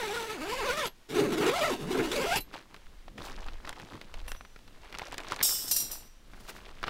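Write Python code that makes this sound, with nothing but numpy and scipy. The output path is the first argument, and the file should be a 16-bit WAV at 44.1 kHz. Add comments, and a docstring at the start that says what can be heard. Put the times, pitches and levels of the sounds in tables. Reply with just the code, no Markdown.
"""A tent in the snow: two tent-window zippers are pulled shut close by, the slider tugging tooth after
tooth on a taut panel. Then outdoors: stiff cold fabric rustles and crackles, loose steel pegs jingle and
wind rumbles on the microphone. The zippers are tones and noise paced by the passing teeth, cloth and wind
are shaped flickering noise, creases are short damped tones and the steel is a sum of dying tones."""
import sys
import numpy as np
from scipy import signal
from scipy.fft import rfft, irfft, next_fast_len
from scipy.io import wavfile
from scipy.ndimage import uniform_filter1d, map_coordinates

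SR = 44100
rng = np.random.default_rng(int(sys.argv[2]) if len(sys.argv) > 2 else 0)


def generate_wav(sig):
    """Save sig (samples, or channels by samples) to the path in sys.argv[1] as 16-bit PCM at SR."""
    pcm = np.round(np.clip(np.atleast_2d(sig).T, -1, 1) * 32767).astype(np.int16)
    wavfile.write(sys.argv[1], SR, pcm)


def boost(x):
    """Linear amplitude factor 10**(x/20) for a level x in decibels (scalar or array-like)."""
    u = np.asarray(x, float) / 20
    return 10 ** u


N = 304045  # samples in the scene

# the zipper's metal pull tab: strong modes [f/Hz, level/dB relative to each other],
# level of its many weak modes [dB], decay by 60 dB near 6 kHz [s], strikes [t/s, level/dB]
PULL_TAB = [(4059, -7), (10100, -1), (12600, -3)], -24, 0.13, [(.865, -45), (2.37, -35), (2.405, -43)]


def zipper():
    """Each tooth tugs the panel and scratches past the slider; a slow pull snags, scattering spacing and force."""
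    # the two pulls, a list each: [t/s, speed/(teeth per s), tug level/dB before panel and trim]
    pulls = [
        [(0.0, 495, -34.5), (0.09, 400, -37), (0.188, 473, -36.5), (0.338, 448, -37), (0.388, 248, -39.5),
         (0.586, 560, -33.5), (0.63, 380, -33), (0.662, 597, -28.5), (0.704, 487, -29.5), (0.74, 606, -33.5),
         (0.8, 625, -31.5), (0.86, 433, -32.5), (0.885, 254, -63)],
        [(1.088, 243, -45), (1.17, 304, -24), (1.3, 297, -28), (1.4, 379, -25), (1.5, 460, -22.5),
         (1.58, 750, -26.5), (1.62, 613, -20.5), (1.66, 610, -24.5), (1.71, 475, -26), (1.77, 248, -41.5),
         (1.84, 130, -36.5), (1.92, 313, -29), (2.0, 370, -24), (2.105, 363, -33.5), (2.13, 498, -28),
         (2.25, 497, -25.5), (2.308, 733, -26), (2.358, 876, -24.5), (2.39, 500, -60)],
    ]
    # each zipper: [scratch level/dB at the usual tug and speed, share of uneven running when slow,
    # second multiple's level/dB against the tug tone, change of the higher multiples/(dB per octave)]
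    zips = [(-40, .14, -1, -5), (-40.5, .5, -7, -5)]
    # how the taut cloth passes on the tug: [f/Hz, level/dB]
    taut_panel = [(60, 1), (250, 4), (900, -2.5), (1800, 0), (3000, -7), (6000, -8)]
    # colour of the scratch: [f/Hz, level/dB per Hz]
    scratch_colour = [(530, -4), (900, 0.5), (1840, -7), (2690, -2.5), (7410, -12), (15500, -23)]
    # drum tones of the panel: [f/Hz, level/dB per Hz]
    drum_colour = [(50, -34), (115, -6), (215, -9), (288, 3), (345, -10), (420, 5), (530, -12), (1000, -45)]
    # the slider catches: [t/s, level/dB]
    catches = [(.855, -38.5), (1.091, -47.5), (2.118, -34.5), (2.36, -24.5)]
    usual_tug_db, usual_teeth = -32, 450  # teeth per s
    free_teeth, free_uneven = 490, .13  # above this many teeth per s the slider runs freely

    rate, tug_db, gate = curves(*pulls)
    second_pull = (np.arange(N) / SR > pulls[0][-1][0]) * 1
    base_db, snag, second_db, fall_db = np.transpose(zips)[:, second_pull]
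    uneven = free_uneven + (snag - free_uneven) / (1 + (rate / free_teeth) ** 10)

    # the scratch follows a share of the tug's dB and rises 4 dB per doubling of speed
    scratch_db = base_db + 0.32 * (tug_db - usual_tug_db) + 4 * np.log2(rate / usual_teeth)
    jitter = .24 * wobble(40) + .3 * wobble(150)
    teeth = np.cumsum(rate * np.exp(uneven * jitter)) / SR  # teeth passed so far
    force = boost(1.5 * wobble(30) + uneven * 3 * wobble(120))

    tug = np.sin(2 * np.pi * teeth)
    for k in range(2, 12):  # multiples of the tooth rate
        multiple_db = second_db + fall_db * np.log2(k / 2) + 4.1 * wobble(50)
        tug += boost(multiple_db) * np.sin(2 * np.pi * k * teeth + 0.77 * k)
    panel = coloured(boost(tug_db) * gate * force * np.sqrt(1 - uneven) * unit(tug), taut_panel)
    # snagging teeth beat the panel
    drum = boost(tug_db + 6.5) * uneven ** 1.97 * grains(drum_colour, spread_db=3.0, rate=30)

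    burst = 1.0 + np.exp(-3.5 * (teeth % 1))  # the scratch peaks as a tooth seats
    flicker = boost(1.8 * wobble(500) + 3.1 * uneven * wobble(44.86))
    rub = near_wall(force * burst * flicker * rng.standard_normal(N))
    tab = sum(signal.lfilter(*signal.iirpeak(hz, 40, SR), rub) for hz, _ in PULL_TAB[0])
    # the pull tab rings along
    scratch = unit(coloured(rub, scratch_colour)) + boost(-27.0 + 2.3 * wobble(23.7)) * unit(tab)
    catch = swells([(s, db, 0.029) for s, db in catches], rise=.05)  # fade time 0.029 s
    return boost(-3.0) * panel + gate * (drum + (boost(scratch_db) + catch) * scratch)


def near_wall(x):
    """Adds an echo off the near cloth, whose delay wanders as the slider travels."""
    lag_ms = .55 * np.exp(.3 * wobble(4))
    return x + .35 * map_coordinates(x, [np.arange(N) - lag_ms * SR / 1000])


def tent(x):
    """The cloth walls answer with a short dull echo, made of softened noise that dies away."""
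    echo_db, t60_s = -14, 0.12
    t = np.arange(SR // 3) / SR
    tail = uniform_filter1d(rng.standard_normal(len(t)), size=4) * boost(-60 * t / t60_s)
    return x + boost(echo_db) * signal.fftconvolve(x, tail / np.linalg.norm(tail))[:N]


def cloth():
    """Stiff fabric flaps low, rustles with small ticks in clumps and hisses where it slides."""
    # how hard the cloth is handled: [t/s, rustle level/dB before its two parts are mixed]
    handling = [(2.39, -76), (2.47, -69), (2.55, -49), (2.68, -69.5), (2.76, -61), (2.9, -73.5),
                (3.168, -69), (3.18, -45), (3.22, -50.5), (3.26, -47.5), (3.33, -53.5), (3.41, -44.5),
                (3.45, -53.5), (3.57, -62.5), (3.68, -50), (3.76, -56.5), (3.82, -53), (3.95, -56.5),
                (4.3, -60), (4.5, -85), (4.8, -62), (4.97, -52), (5.41, -47), (5.55, -52), (6.0, -57.5),
                (6.15, -84), (6.48, -53), (6.79, -59), (6.89, -42)]
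    # colours of the low flap, the rustle and the sliding hiss, each: [f/Hz, level/dB per Hz]
    flap_colour = [(41, -45), (70, -0.5), (227, 0), (600, -12), (780, -29), (1320, -120)]
    rustle_colour = [(180, -24), (300, 3.5), (720, -1), (3690, -10), (15500, -32)]
    hiss_colour = [(1500, -2.5), (5000, -3.5), (15000, -13)]
    # extra flaps, then extra slides, each: [t/s, level/dB, fade/s]
    flaps = [(2.39, -35.5, 0.012), (3.19, -40, 0.023), (3.84, -51, 0.03), (3.95, -41, 0.017)]
    slides = [(3.26, -47, 0.023), (6.48, -49, 0.064)]

    rustle_db, gate = curves(handling)
    swing_db = rustle_db + 57  # above the usual rustle of -57 dB
    clump = 2.5 * wobble(30)  # dB
    # flap and hiss follow only a share of the rustle's swings
    flap_gain = boost(-60.5 + 0.34 * swing_db) + swells(flaps, rise=1)
    flap = flap_gain * grains(flap_colour, spread_db=4.0, rate=19)
    sweep = grains(rustle_colour, spread_db=3, rate=250)
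    rustle = boost(rustle_db + clump) * (.85 * sweep + .9 * ticks(rate=220, pitch_hz=2100, size_db=3))
    slide_gain = boost(-82 + 0.46 * swing_db) + swells(slides, rise=1)
    hiss = slide_gain * boost(clump / 2) * grains(hiss_colour, spread_db=4.0, rate=64)
    return gate * (flap + rustle + hiss)


def cracks():
    """A crease buckles in a few damped cycles and a short scatter of noise; breaking frost is a bright tick."""
    # creases buckle: [t/s, level/dB before a common lift, f/Hz]
    creases = [(2.54, -29, 1390), (2.744, -32.5, 1080), (2.764, -37, 2490), (3.081, -35.5, 720),
               (3.39, -43, 1370), (3.485, -30, 1300), (3.65, -33, 1700), (3.675, -30.5, 1380),
               (3.693, -28, 1500), (3.728, -31, 1580), (3.799, -33.5, 1720), (4.014, -30.5, 1310),
               (4.141, -30.5, 2410), (4.189, -47, 1400), (4.281, -28, 1950), (4.318, -26, 1570),
               (4.349, -34.5, 1490), (4.363, -41, 2600), (4.409, -35.5, 1190), (4.45, -36, 1390),
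               (4.561, -34.5, 1300), (4.59, -42, 1980), (4.678, -37.5, 1580), (4.926, -29, 1500),
               (4.943, -30, 2020), (4.95, -24.5, 2620), (4.986, -31.5, 920), (4.995, -26, 2500),
               (5.018, -26.5, 850), (5.123, -32, 3000), (5.128, -28, 820), (5.143, -26.5, 2220),
               (5.182, -24, 3660), (5.247, -30, 925), (5.269, -31, 4000), (5.275, -35, 970),
               (5.303, -48, 2400), (5.321, -18.5, 1350), (5.332, -27, 1200), (5.362, -28, 1620),
               (5.392, -27, 960), (5.405, -23, 1800), (5.412, -18, 1810), (6.335, -36, 1460),
               (6.83, -24, 1350), (6.839, -19.5, 1210), (6.872, -26, 1710), (6.881, -20.5, 1290)]
    # frost breaks off: [t/s, level/dB before the band filter]
    snaps = [(3.693, -24), (3.729, -40), (4.141, -38), (4.318, -25.5), (4.986, -25), (5.123, -32),
             (5.181, -25.5), (5.321, -26.5), (5.362, -27)]
    out, t = np.zeros(N + SR), np.arange(SR // 25) / SR
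    for s, db, hz in creases:
        onset = 1 - np.exp(-t / 0.0002)
        body = np.sin(2 * np.pi * hz * t + 1.1) * np.exp(-t * hz * 1.03) * onset
        soft_noise = uniform_filter1d(uniform_filter1d(rng.standard_normal(len(t)), size=6), size=4)
        scatter = 0.66 * soft_noise * boost(-60 * t / 0.031)
        out[round(s * SR):][:len(t)] += boost(db + 3.5) * (body + scatter)
    bright = signal.butter(2, [2500, 9000], "band", fs=SR)
    for s, db in snaps:
        tick = signal.lfilter(*bright, rng.standard_normal(len(t)))
        out[round(s * SR):][:len(t)] += boost(db - 60 * t / 0.0077) * tick
    return out[:N]


def steel():
    """The pull tab and four loose pegs jingle; the first peg lands and the snow mutes its ringing."""
    # each peg: strong modes [f/Hz, level/dB relative to each other], level of its many weak modes [dB],
    # decay by 60 dB near 6 kHz [s], strikes [t/s, level/dB]
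    peg_a = ([(5216, -37), (5324, -36), (5577, -38), (7537, -40), (7720, -38), (7133, -42), (8300, -40),
             (9386, -40), (11922, -38), (13075, -40), (13670, -38), (9955, -42), (3553, -45), (3790, -46),
             (4678, -43)], -8, 1.1, [(5.427, -34), (5.446, -43), (5.677, -48)])
    peg_b = ([(5669, -33), (5835, -35), (7232, -37), (9661, -31), (5195, -36), (6751, -39), (4290, -46),
             (3806, -47), (9050, -38), (11329, -38), (12760, -28), (13763, -33), (14140, -33)],
             -12, 0.5, [(5.711, -31), (5.762, -34), (5.8, -39), (5.913, -44)])
    peg_c = [(2740, -52), (5900, -59), (8950, -62), (9600, -59.5), (10745, -57), (12904, -61),
             (15499, -68)], -14.5, 0.48, [(4.278, -53)]
    peg_d = [(5890, 0)], -35, 0.92, [(4.364, -62), (5.913, -58)]
    lands_s, snow_db_per_s = 5.705, 115
    muted = boost(-snow_db_per_s * np.maximum(np.arange(N) / SR - lands_s, 0))
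    return muted * metal(*peg_a) + sum(metal(*piece) for piece in (PULL_TAB, peg_b, peg_c, peg_d))


def metal(modes, weak_db, t60, strikes):
    """Every strike clicks and rings the piece's modes anew; high modes die sooner, split modes beat."""
    out, t = np.zeros(N + SR), np.arange(SR * 2 // 3) / SR
    strong_hz, strong_db = np.transpose(modes)
    crowd = rng.random(size=(150, 2))  # many weak modes of random pitch and level
    weak_hz = 2400 + 13400 * crowd[:, 0] ** 1.15
    crowd_db = weak_db - 12 * crowd[:, 1] + 14 * np.minimum(np.log2(weak_hz / 5000), 0)
    hz = np.r_[strong_hz, weak_hz][:, None]
    db = np.r_[strong_db - strong_db.max(), crowd_db][:, None]

    luck = rng.standard_normal((2, len(hz), 1))
    life = t60 * (6000 / hz) ** .25 * np.exp(-.4 * abs(luck[0]))  # luck only shortens it
    # two close neighbours of each mode make it beat
    beat = 1 + .7 * np.exp(2j * np.pi * 22 * luck[1] * t) + .5 * np.exp(-2j * np.pi * 35 * luck[0] * t)
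    decay = boost(db - 60 * t / life) * np.exp(2j * np.pi * hz * t) * beat
    for s, strike_db in strikes:
        draw = rng.standard_normal((2, len(hz)))  # level and phase of each mode
        ring = np.imag((boost(1.0 * draw[0]) * np.exp(9j * draw[1])) @ decay)
        noise = uniform_filter1d(rng.standard_normal(len(t)), size=2)
        click = boost(weak_db + 12) * noise * boost(-60 * t / 0.081)
        out[round(s * SR):][:len(t)] += boost(strike_db) * (ring * (1 - np.exp(-t / 0.0018)) + click)
    return out[:N]


def air():
    """Wind rumbles on the microphone, as low noise that swells and fades, over a faint steady hiss."""
    # strength of the wind: [t/s, level/dB]
    wind = [(0, -49.5), (1.9, -47), (2.5, -45.5), (4.6, -45.5), (5.6, -55), (6.6, -45.5), (6.89, -41)]
    # colour of the hiss: [f/Hz, level/dB per Hz]
    air_colour = [(59, -28), (100, -8), (201, -11), (3770, -18.5), (15500, -33)]
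    wind_db, _ = curves(wind)
    rumble_colour = [(5, 1), (20, 8), (45, -3.0), (100, -21), (300, -102)]  # f/Hz, level/dB per Hz
    rumble = grains(rumble_colour, spread_db=4.5, rate=3.79)
    hiss = grains(air_colour, spread_db=1, rate=4)
    return boost(wind_db) * rumble + boost(-63.5) * hiss


def unit(x):
    """Scaled to rms 1."""
    return x / np.sqrt(np.mean(x ** 2) + 1e-20)


def curves(*tables):
    """One value per sample for each column after the time, and a gate open only inside the tables."""
    t = np.arange(N) / SR
    s, *cols = np.transpose(np.concatenate(tables))
    gate = sum((t >= rows[0][0]) & (t <= rows[-1][0]) for rows in tables)
    return [np.interp(t, s, c) for c in cols] + [uniform_filter1d(gate * 1., size=300)]


def wobble(rate):
    """A smooth random curve, rate knots a second."""
    knots = rng.standard_normal(int(N * rate / SR) + 4)
    return map_coordinates(knots, [np.arange(N) * rate / SR])


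def coloured(x, spectrum):
    """Sends x through a spectrum of (Hz, dB) points, joined by lines over log frequency."""
    m = next_fast_len(N + 8192)  # room for the filter to ring out
    f, db = np.transpose(spectrum)
    gain_db = np.interp(np.log(np.fft.rfftfreq(m, 1 / SR) + 1), np.log(f), db)
    return irfft(rfft(x, m) * boost(gain_db), m)[:N]


def grains(spectrum, spread_db, rate):
    """Noise of rms 1 whose level flickers at random, with rate knots a second."""
    return unit(coloured(rng.standard_normal(N) * boost(spread_db * wobble(rate)), spectrum))


def ticks(rate, pitch_hz, size_db):
    """Sparse sharp grains, together of rms 1: each a damped cycle or two, of random pitch and size."""
    draw = rng.random(size=(int(rate * N / SR), 3))  # place, pitch, size
    cycles = pitch_hz * np.exp(2 * draw[:, 1:2] - 1) * np.arange(256) / SR
    size = boost(-size_db * np.log(draw[:, 2:] + .02))
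    shape = size * np.sin(2 * np.pi * cycles) * cycles * np.exp(-cycles / .5)
    where = (draw[:, :1] * N).astype(int) + np.arange(shape.shape[1])
    return unit(np.bincount(where.ravel(), shape.ravel(), N)[:N])


def swells(events, rise):
    """Gain that dies by 1/e in the fade time after each (s, dB, fade s) event; it rises in a share of that."""
    s, db, fade = np.transpose(events)[:, :, None]
    late = (np.arange(N) / SR - s) / fade
    return np.sum(boost(db) * np.exp(-np.maximum(late, -late / rise)), axis=0)


def scene():
    """All sources at one microphone; only the zippers sound inside the tent."""
    return (tent(zipper()) + cloth() + cracks() + steel() + air())[None]


def low_pass(x):
    """Removes everything above the highest recorded frequency."""
    return signal.sosfilt(signal.butter(12, 16990, fs=SR, output="sos"), x)


def record(dry):
    """The microphone rolls off at the top."""
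    heard = coloured(dry[0], [(15750, 0), (15950, -22), (16500, -40)])  # f/Hz, level/dB
    return low_pass(heard[None])


dry = scene()
out = record(dry)
generate_wav(out)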